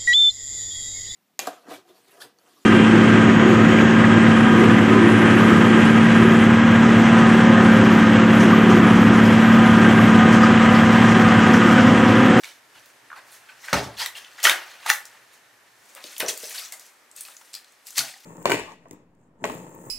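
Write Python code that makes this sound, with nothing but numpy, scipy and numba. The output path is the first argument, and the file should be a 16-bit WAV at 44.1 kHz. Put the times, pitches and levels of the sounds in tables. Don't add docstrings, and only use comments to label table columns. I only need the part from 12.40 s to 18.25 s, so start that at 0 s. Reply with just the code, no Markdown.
import sys
import numpy as np
from scipy import signal
from scipy.fft import rfft, irfft
from scipy.io import wavfile
from scipy.ndimage import uniform_filter1d
from numba import njit

SR = 44100
rng = np.random.default_rng(int(sys.argv[2]) if len(sys.argv) > 2 else 0)


def undo_db(level):
    steps = np.asarray(level, float) / 20
    return 10 ** steps


def wav_record(signal):
    frames = np.transpose(np.atleast_2d(signal))
    bounded = np.clip(frames, -1, 1)
    quanta = np.round(bounded * 32767).astype(np.int16)
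    wavfile.write(sys.argv[1], SR, quanta)


N = 257984
T = np.arange(N) / SR
CUT_S = 3.45


def on_log(hz, table):
    row_hz, value = np.transpose(table)
    return np.interp(np.log(hz), np.log(row_hz), value)


def shaped(x, gain):
    n = x.shape[-1]
    hz = np.maximum(np.arange(n // 2 + 1) * SR / n, 1)
    return irfft(rfft(x) * gain(hz), n)


def highpass(x, order, hz):
    return signal.sosfilt(signal.butter(order, hz, "high", fs=SR, output="sos"), x)


def walk(rate_hz):
    k = int(SR / rate_hz)
    held = np.repeat(rng.standard_normal(N // k + 1), k)
    return 0.49 * uniform_filter1d(uniform_filter1d(held, k), k)[:N]


@njit
def rings(n, start, hz, decay, size, phase, rise):
    y = np.zeros(n)
    for g in range(len(hz)):
        turn = np.exp(2j * np.pi * hz[g] / SR - decay[g])
        z = size[g] * np.exp(1j * phase[g])
        closed, shrink = 1., np.exp(-rise[g])
        for i in range(max(int(start[g]), 0), min(int(start[g] + 6.9 / decay[g]), n)):
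            closed *= shrink
            y[i] += z.imag * (1 - closed)
            z *= turn
    return y


def creases(s, hz, db, cycles, phase):
    hz = np.clip(hz, 40, 0.4 * SR)
    decay = hz / SR / np.clip(cycles, 0.3, 40)
    return rings(N, s * SR, hz, decay, undo_db(db + 4.5) * np.sqrt(decay), phase, 1.69 * decay)


def crackle(count=110000, sizes=16):
    u = rng.random((count, 5))
    s = u[:, 0] * N / SR
    at = (s * SR).astype(int)
    hz = 250 * 64 ** np.sqrt(u[:, 1])
    colour_db = -11 * np.clip(np.log2(580 / hz), 0, 9)
    colour_db -= 5 * np.log10(16 * u[:, 1] + 0.02)
    cluster_db = 4.7 * walk(90)[at]
    patches = np.array([walk(55) for _ in range(sizes)])
    cluster_db += 2.8 * patches[(sizes * np.sqrt(u[:, 1])).astype(int), at]
    rare_db = np.minimum(-3.3 * np.log(1 - u[:, 2]), 19)
    lift_db = lift(s, hz)
    cycles = (0.99 + 3.55 * u[:, 3]) * (hz / 2000) ** 0.086 * undo_db(2.4 * lift_db)
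    db = handling(s, hz) + colour_db + cluster_db + rare_db + lift_db - 1.2
    return creases(s, hz, db, cycles, 2 * np.pi * u[:, 4])


def handling(s, hz):
    # peak_s, peak_db, swell_ms, fade_ms, brightest_hz
    pack_rustles = [(0.005, -37.5, 50, 240, 5300), (0.037, -27.5, 9.5, 150, 3950),
                    (.055, -32, 27, 110, 2500), (.356, -40.5, 98, 280, 2960), (.47, -44.5, 100, 150, 8000),
                    (.712, -40, 17, 52, 1180), (.762, -57, 14, 120, 2300), (.775, -52, 65, 140, 1290),
                    (.8, -44, 120, 1700, 1500), (0.93, -36.5, 140, 170, 8500), (1.097, -54, 59, 200, 2900),
                    (1.249, -32.5, 127, 100, 5470), (1.295, -25, 71, 90, 1970), (1.61, -14.5, 56, 80, 3500),
                    (1.652, -22.5, 57, 38, 3000), (1.662, -24, 8, 35, 6000), (1.754, -28, 6.8, 140, 3100),
                    (1.77, -27.5, 40, 41, 8000), (1.845, -41.5, 90, 100, 2800), (1.981, -36, 6, 60, 2000),
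                    (2.002, -28, 46, 35, 2800), (2.039, -7.5, 12, 39, 7040), (2.047, -3.5, 22, 40, 4500),
                    (2.051, -3, 24, 140, 2401), (2.075, -7, 40, 70, 1550), (2.085, -16, 50, 60, 4280),
                    (2.09, -16.5, 40, 55, 9000), (2.112, -19, 33, 208, 1790),
                    (2.41, -36.5, 3500, 1050, 2600), (2.494, -13, 64, 30, 2400), (2.505, -40, 60, 86, 900),
                    (2.502, -11.5, 22, 7.4, 1620), (2.463, -16, 6.5, 23, 7000),
                    (2.499, -13.5, 32, 22, 11000), (2.535, -18, 30, 77, 9400), (2.58, -31, 10, 60, 8000),
                    (2.615, -45, 250, 750, 1700), (2.94, -44, 63, 88, 7060)]
    tub_rustles = [(3.46, -48, 230, 385, 7000), (3.565, -36, 35, 150, 1290), (3.664, -32.5, 91, 350, 4420),
                   (3.788, -36.5, 97, 60, 5960), (3.803, -13, 4.7, 64, 3100), (3.834, -22, 62, 140, 480),
                   (3.884, -11.5, 11, 68, 5900), (3.903, -34, 34, 70, 3940), (4.032, -29.5, 23, 150, 6300),
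                   (4.11, -29.5, 40, 130, 7600), (4.13, -34, 51, 304, 2200), (4.19, -27.5, 810, 238, 6600),
                   (4.25, -30, 970, 69.6, 5300), (4.323, -28, 13, 110, 7700), (4.325, -35, 8, 90, 1200),
                   (4.409, -40, 79, 325, 6800), (4.764, -33, 31, 504, 9040), (4.81, -44.5, 60, 450, 4100),
                   (4.853, -43, 11, 150, 2600), (4.888, -47, 10, 120, 1100), (5.016, -48, 8, 80, 1100),
                   (4.95, -46, 210, 200, 6000), (5.081, -43.5, 220, 198, 5500), (5.142, -44, 17, 90, 2840),
                   (5.153, -35.5, 10, 110, 3600), (5.26, -49, 300, 597, 4770), (5.47, -34.5, 49, 400, 7940),
                   (5.58, -13, 32, 60.3, 6100), (5.597, -24.5, 18, 70, 3500), (5.636, -26.5, 82, 245, 4800),
                   (5.845, -42, 120, 100, 5000)]
    # peak_s, peak_db, swell_ms, fade_ms, brightest_hz
    door_rattles = [
        (1.33, -1.5, 3, 27, 4020),
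        (1.331, -4, 4.1, 56, 2100),
        (1.338, -11, 10, 43, 1500),
        (1.35, -13.5, 20, 240, 800),
        (1.345, -15, 20, 188, 4300),
        (1.435, -25.5, 28, 41, 6100),
    ]
    swing_db = 30
    below_db_oct = 6
    power = 1e-9
    for table, above_db_oct in (pack_rustles + tub_rustles, 4.5), (door_rattles, 9.5):
        for peak_s, db, swell_ms, fade_ms, bright_hz in table:
            ms = 1000 * (s - peak_s)
            octaves = np.log2(hz / bright_hz)
            shape_db = swing_db * np.where(ms < 0, ms / swell_ms, -ms / fade_ms)
            colour_db = np.where(octaves < 0, below_db_oct * octaves, -above_db_oct * octaves)
            power = power + undo_db(db + shape_db + colour_db) ** 2
    return 10 * np.log10(power)


def lift(s, hz):
    # hz, width_octaves, lift_db
    packs = [(888, 0.1, 2), (1700, 0.35, 4), (3010, 0.23, 1), (4306, 0.1, 1), (6120, 0.19, 2.5)]
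    tub_walls = [(2090, 0.6, 2.65), (2580, 0.027, 3.7), (3550, 0.015, 3.3), (4500, 0.02, 2.7),
                 (5900, 0.023, 2.9), (8230, 0.44, 1.3)]

    def hills(table):
        return sum(db * np.exp(-(np.log2(hz / peak_hz) / width) ** 2) for peak_hz, width, db in table)

    return np.where(s < CUT_S, hills(packs), hills(tub_walls))


def body_level(db_at_500, hz):
    return db_at_500 - 12 * np.log2(hz / 500)


def snaps():
    # start_s, peak_db, ring_hz, edge_rel_db
    pack_snaps = [(0.035, -24.5, 2010, -23.5), (0.043, -23.5, 2330, -27), (0.459, -42, 3960, -13),
                  (0.701, -27.5, 1440, -64), (0.715, -28, 1440, -68), (0.728, -24.5, 1230, -58),
                  (1.284, -20, 1740, -34.5), (1.3288, -8.5, 1280, -38), (1.433, -33, 876, -30),
                  (1.66, -19.5, 2090, -11.5), (1.846, -30, 3140, -46), (2.001, -29, 2850, -21.5),
                  (2.029, -29.5, 6070, -13.5), (2.03, -23.5, 2470, -3.5), (2.0525, 1.5, 1830, -35),
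                  (2.068, -10, 1500, -20), (2.096, -4, 1950, -17), (2.462, -14.5, 1390, -30),
                  (2.478, -33, 2040, -43), (2.486, -18, 970, -28), (2.5, -3.5, 1614, -15),
                  (2.535, -39, 1647, -11), (2.581, -54, 1620, -13), (2.654, -28.5, 5840, -14)]
    tub_snaps = [(3.55, -49.5, 1412, 4.5), (3.64, -24.5, 4100, -23.5), (3.765, -29.5, 3400, -22.5),
                 (3.781, -31, 6950, -4), (3.799, -26, 9700, 1.5), (3.8027, -18.5, 2000, -12),
                 (3.9756, -31, 6580, -5), (4.002, -32, 5850, -13.5), (4.041, -33.5, 5600, -14),
                 (4.096, -37, 7140, -1), (4.323, -24.5, 8670, -13), (4.396, -37, 5930, -9),
                 (4.714, -37, 7950, -23), (4.763, -30.5, 8200, -16), (4.8085, -25, 8700, -10),
                 (4.851, -30.5, 4000, -20), (4.884, -34, 955, -24), (4.967, -32, 6700, -34),
                 (5.013, -44, 1260, -16), (5.1403, -23, 5000, -19.5), (5.1507, -21.5, 4970, -18.5),
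                 (5.245, -41.5, 4270, -20), (5.322, -46, 6600, -18), (5.469, -34.5, 5060, -9.5),
                 (5.506, -32.5, 7100, -11.5), (5.558, -27, 4660, -22.5), (5.581, -12.5, 7400, -11),
                 (5.5909, -8, 4480, -16.5), (5.739, -37.5, 4860, -29)]
    s, db, hz, edge_db = np.transpose(pack_snaps + tub_snaps)
    flurry = swarm(s, db, hz, body_level(-22, hz), edge_db, flurry_ms=1.1, crack_db=8.5, cycles=2.06, gather=0.12)
    return flurry + creases(s, hz, db + 6.5, 3.0, 0 * hz)


def squeezes():
    # start_s, peak_db, ring_hz, flurry_ms
    squeezed = [(0.351, -38.5, 1560, 3.5), (0.757, -28, 1476, 9.6), (1.086, -32, 2420, 6.1),
                (1.232, -28.5, 2040, 5.9), (1.574, -16.5, 4320, 17), (1.597, -20.5, 2950, 4.9),
                (1.6, -30.5, 953, 6.8), (1.613, -19, 4700, 4.7), (1.748, -26.5, 2923, 12),
                (1.976, -27.5, 1845, 6), (2.503, -39, 1102, 4.4), (3.861, -26.5, 6180, 8.7),
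                (3.879, -16, 5740, 4.7), (4.175, -24, 4470, 3.9), (5.131, -27.5, 7900, 2),
                (5.57, -12, 4520, 9)]
    s, db, hz, ms = np.transpose(squeezed)
    flurry = swarm(s, db, hz, body_level(11.5, hz), -23, flurry_ms=ms, crack_db=-4, cycles=5.5, gather=0.21)
    return undo_db(1) * flurry


def swarm(s, db, hz, body_db, edge_db, flurry_ms, crack_db, cycles, gather, count=100, first=14):
    columns = (np.reshape(c, (-1, 1)) for c in (s, db, hz, body_db, edge_db, flurry_ms))
    s, db, hz, body_db, edge_db, flurry_ms = columns
    u = rng.random((len(s), count, 6))
    late_s = 2.2 * u[..., 0] - 0.44 * np.log(1 - u[..., 4])
    late_s = late_s * np.clip(flurry_ms, 0.3, 40) / 1000
    u[:, :first, 1] = (np.arange(first) + u[:, :first, 1]) / first
    u[:, :first, 2:] = [0.46, 0.2, 0, 1]
    late_s[:, :first] = 0
    gathered_hz = hz * 1.284 ** (u[..., 1] - 0.5)
    pitch_hz = np.where(u[..., 5] < gather, gathered_hz, 300 * 52 ** u[..., 1])
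    octaves = np.log2(pitch_hz / hz)
    down = np.clip(-octaves / np.maximum(np.log2(hz / 500), 0.5), 0, 1.5) * (body_db + 1.1)
    up = np.clip(octaves / np.maximum(np.log2(11000 / hz), 0.5), 0, 1.2) * (edge_db + 11.9)
    energy_db = db + down + up - 2 * np.log(1 - u[..., 2]) - 1.5 + lift(s, pitch_hz)
    energy_db[:, :first] += crack_db
    phase = 2 * np.pi * u[..., 3]
    return creases((s + late_s).ravel(), pitch_hz.ravel(), energy_db.ravel(), cycles, phase.ravel())


def pops():
    # start_s, peak_db, pitch_hz, t60_ms
    pack_pops = [(0.703, -39, 1620, 25), (0.717, -35, 1040, 25), (0.763, -38, 1080, 32),
                 (0.783, -41, 1030, 50), (0.789, -40, 1620, 30), (1.09, -37, 1534, 55),
                 (1.12, -44, 1570, 50), (1.118, -46.5, 2650, 40), (1.095, -50.5, 3200, 60),
                 (1.569, -36, 3470, 20), (1.585, -30, 4260, 20), (1.601, -28, 2797, 22),
                 (1.602, -32.5, 950, 49), (1.616, -31, 980, 34), (1.618, -16, 4720, 10),
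                 (1.618, -26, 2180, 30), (1.63, -21, 3300, 15), (1.637, -31.5, 2600, 10),
                 (1.647, -40, 1410, 10), (1.654, -31, 2980, 8.6), (1.66, -25, 2010, 30),
                 (1.662, -28, 1100, 13), (1.671, -37, 1800, 22), (1.661, -16.5, 3700, 8.8),
                 (1.752, -29.5, 2820, 25), (1.778, -31, 3200, 20), (2.06, -31.5, 378, 54),
                 (2.069, -7, 3070, 25), (2.11, -36, 353, 116), (2.07, -11.5, 1450, 19),
                 (2.075, -12, 1696, 18), (2.0959, -4.5, 2580, 4.1), (2.142, -25.5, 1526, 33),
                 (2.085, -15.5, 1880, 13), (2.052, -2.5, 3110, 12), (2.096, -4, 3640, 13),
                 (2.112, -15, 2600, 14), (2.126, -22, 1670, 25), (2.46, -22.5, 870, 30),
                 (2.467, -23, 1370, 21), (2.477, -20, 2000, 13), (2.487, -20.5, 895, 46),
                 (2.495, -12, 2720, 20), (2.5013, -12, 1570, 11), (2.5, -14, 2610, 7),
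                 (2.508, -20, 841, 43), (2.513, -13, 1980, 18), (2.535, -25, 3200, 10),
                 (2.545, -29, 1680, 20), (2.563, -29, 2150, 17)]
    tub_pops = [(3.556, -45.5, 558, 120), (3.646, -41, 350, 41), (3.803, -32, 2045, 44),
                (3.827, -24, 386, 35), (3.838, -28.5, 700, 30), (3.856, -26, 390, 14),
                (3.885, -31, 433, 21), (3.824, -22.5, 1530, 17), (3.832, -21.5, 469, 46),
                (3.846, -24, 502, 30), (3.872, -32.5, 680, 32), (3.884, -30, 2110, 36),
                (3.905, -34, 490, 27), (3.862, -24, 5900, 20), (3.883, -17, 5770, 11),
                (3.893, -22, 5900, 31), (4.0315, -32, 6700, 4), (4.127, -30, 8200, 5.4),
                (4.25, -36, 7000, 4), (3.899, -22, 3350, 19), (4.033, -38, 463, 47),
                (4.042, -26, 5200, 5.5), (4.18, -25, 4560, 26), (4.111, -42, 1930, 47),
                (4.224, -43, 1290, 40), (4.322, -36, 2160, 25), (4.05, -38.5, 604, 26),
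                (4.77, -51.5, 2630, 84), (4.775, -36, 6530, 9.9), (4.778, -57, 3550, 120),
                (4.782, -41, 8900, 12), (4.814, -40, 6500, 10), (4.833, -37, 8600, 25),
                (4.851, -42, 2560, 33), (4.883, -46, 2100, 9.8), (4.885, -42, 1300, 14),
                (4.886, -48, 740, 9.9), (4.9, -42, 8700, 10), (4.948, -47, 1800, 20),
                (4.967, -41, 6770, 12), (5.013, -42.5, 920, 17), (5.02, -49, 1400, 19),
                (5.578, -46, 705, 40), (5.5897, -18.5, 4500, 3.1), (5.597, -22, 4600, 9.2),
                (5.605, -30, 1450, 44), (5.674, -47, 650, 40), (5.632, -38, 686, 45), (5.646, -42, 770, 60),
                (5.684, -42, 2290, 30), (5.703, -50, 750, 56), (5.74, -39, 1930, 15), (5.762, -48, 796, 48)]
    door_pops = [
        (1.3285, -19, 1600, 25),
        (1.329, -16, 1870, 22),
        (1.329, -11, 1296, 15),
        (1.329, -16.5, 560, 25),
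        (1.329, -17, 192, 102),
        (1.336, -18.5, 926, 40),
        (1.341, -20, 900, 20),
        (1.344, -22.5, 203, 60),
        (1.348, -24, 760, 30),
    ]
    s, db, hz, ms = np.transpose(pack_pops + door_pops + tub_pops)
    decay = np.log(1000) * 1000 / (np.clip(ms, 3, 300) * SR)
    return rings(N, s * SR, hz, decay, undo_db(db), 0 * s, 5.7 * decay)


def struck(blows, modes):
    s, db, ms = (c[:, None] for c in np.transpose(blows))
    hz, mode_db, t60_s = np.transpose(modes)
    u = rng.standard_normal((len(s), len(hz), 3))
    size = undo_db(db + mode_db + 0.75 * u[..., 0]) * np.sign(u[..., 2])
    size = size / (1 + (hz * ms / 1500) ** 2)
    start = s * SR + 0 * hz
    detuned_hz = hz * (1 + 0.06 * u[..., 1])
    decay = np.log(1000) / (t60_s * SR) + 0 * s
    rise = 3000 / (ms * SR) + 0 * hz
    parts = start, detuned_hz, decay, size, 0 * size, rise
    return rings(N, *(part.ravel() for part in parts))


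def thuds():
    # start_s, blow_db, contact_ms
    door_blows = [(.36, -57, 3.2), (.78, -61, 5), (1.329, -24, 0.53), (1.337, -25.5, 8.9), (1.352, -20, 4),
                  (1.375, -31, 2.3), (1.41, -33.5, 1.7), (1.46, -27.5, 5.7), (1.6, -52, 6),
                  (2.054, -47, 3.4), (2.1, -49, 1.4), (2.5, -61, 8)]
    tub_blows = [
        (3.55, -82, 0.78),
        (3.64, -51, 1.9),
        (3.802, -42, 1.3),
        (3.826, -31.5, 2.7),
        (3.89, -45, 0.66),
        (4.035, -51, 0.81),
    ]
    colander_blows = [
        (5.588, -20, 9.7),
        (5.61, -43, 1),
        (5.64, -41.5, 2.3),
        (5.665, -50, 0.82),
        (5.69, -52, 0.87),
    ]
    # pitch_hz, level_db, t60_s
    door_modes = [(66, -22.5, 0.52), (92.3, -11.5, 0.1), (123.3, -12.5, 0.38), (159, -9, 0.1),
                  (198, -4.5, 0.096), (293, -4.5, 0.073), (415, -6.5, 0.14), (580, -2, 0.12),
                  (745, -10, 0.074), (948, -27, 0.11)]
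    tub_modes = [(110, -25.5, 0.24), (276, -8.5, 0.1), (200, -16.5, 0.14), (461, 5.5, 0.073),
                 (620, 6, 0.099), (840, -3, 0.06)]
    colander_modes = [(138, -24, 0.29), (268, -6, 0.037), (670, -6, 0.14), (734, -4.5, 0.2),
                      (1450, 0, 0.036)]
    return struck(door_blows, door_modes) + struck(tub_blows, tub_modes) + struck(colander_blows, colander_modes)


def spread(mid, side):
    # pitch_hz, side_minus_mid_db
    side_db = [(100, -18), (400, -12), (2000, -8), (12000, -7.5)]
    side = shaped(side, lambda hz: undo_db(on_log(hz, side_db)))
    return np.array([mid + side, mid - side])


def kitchen(x, count=4):
    # band_hz, t60_s, wet_db
    bands = [(148, 0.18, -19.5), (390, 0.34, 2), (970, 0.28, -1), (2038, 0.26, -2.5), (4640, 0.17, -2),
             (9700, 0.19, -0.5)]
    log_hz = np.log([row[0] for row in bands])
    t = T[:int(0.7 * SR)]
    tails = 0
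    for k, (_, t60_s, wet_db) in enumerate(bands):
        only_k = np.arange(len(bands)) == k
        fade = np.exp(-np.log(1000) * t / t60_s) * np.clip((t - 0.0015) / 0.005, 0, 1)
        fade *= undo_db(wet_db) / np.sqrt(np.sum(fade ** 2))
        noise = rng.standard_normal((count, 2, len(t)))
        tails = tails + shaped(noise, lambda hz: np.sqrt(np.interp(np.log(hz), log_hz, only_k))) * fade
    wet = 0
    for k in range(count):
        turn = np.sqrt(np.clip(1 - np.abs((T * 60 - k) % count - 1), 0, 1))
        wet = wet + signal.fftconvolve((x * turn)[None], spread(*tails[k]), axes=1)[:, :N]
    return wet


def air():
    # pitch_hz, density_db
    hiss_colour = [(30, -62), (121, -19.5), (280, -5), (1860, -2), (3060, -10), (10800, -16),
                   (14800, -20.5), (16000, -46.5)]
    # time_s, level_db
    hiss_level = [(0, -56), (2.6, -55.5), (3.4, -58), (3.5, -55), (5.85, -60.5)]
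    # pitch_hz, width_hz, pile_db, sink_db
    hum = [(57.9, 14, -93.5, -92), (120, 40, -78, -90), (247, 210, -87.5, -106), (1800, 200, -69, -81)]
    mid, side = shaped(rng.standard_normal((2, N)), lambda hz: undo_db(on_log(hz, hiss_colour)))
    level_db = np.interp(T, *np.transpose(hiss_level)) + 0.083 * walk(1.6)
    noise = spread(mid, side * undo_db(3.5)) / mid.std() * undo_db(level_db)
    for hz, width_hz, pile_db, sink_db in hum:
        drone = shaped(rng.standard_normal(N), lambda f: 1 / (1 + (2 * (f - hz) / width_hz) ** 2))
        noise = noise + drone / drone.std() * undo_db(np.where(T < CUT_S, pile_db, sink_db))
    return noise


def scene():
    # time_s, left_minus_right_db
    pan_path = [(0, -1), (1, -0.5), (2, 0.85), (3.4, -1.5), (3.5, 1.5), (5.85, 1.5)]
    film = highpass(crackle() + snaps() + squeezes(), 4, 500)
    near = film + highpass(thuds(), 2, 55)
    panels = highpass(pops(), 2, 250)
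    direct_db = np.where(T < CUT_S, 2.5, 4.0)
    direct = undo_db(direct_db) * (near + panels)
    reflected = kitchen(near + undo_db(-2.5) * panels)
    pan_db = np.interp(T, *np.transpose(pan_path))
    return (direct + reflected) * undo_db(np.array([pan_db, -pan_db]) / 2) + air()


def band_limit(x):
    return signal.sosfilt(signal.butter(12, 16230, fs=SR, output="sos"), x)


def record(dry):
    clipped = np.clip(dry * undo_db(-1.2), -1, 1)
    dulled = shaped(clipped, lambda hz: 1 / (1 + (hz / 15950) ** 120))
    return band_limit(dulled)


dry = scene()
out = record(dry)
wav_record(out)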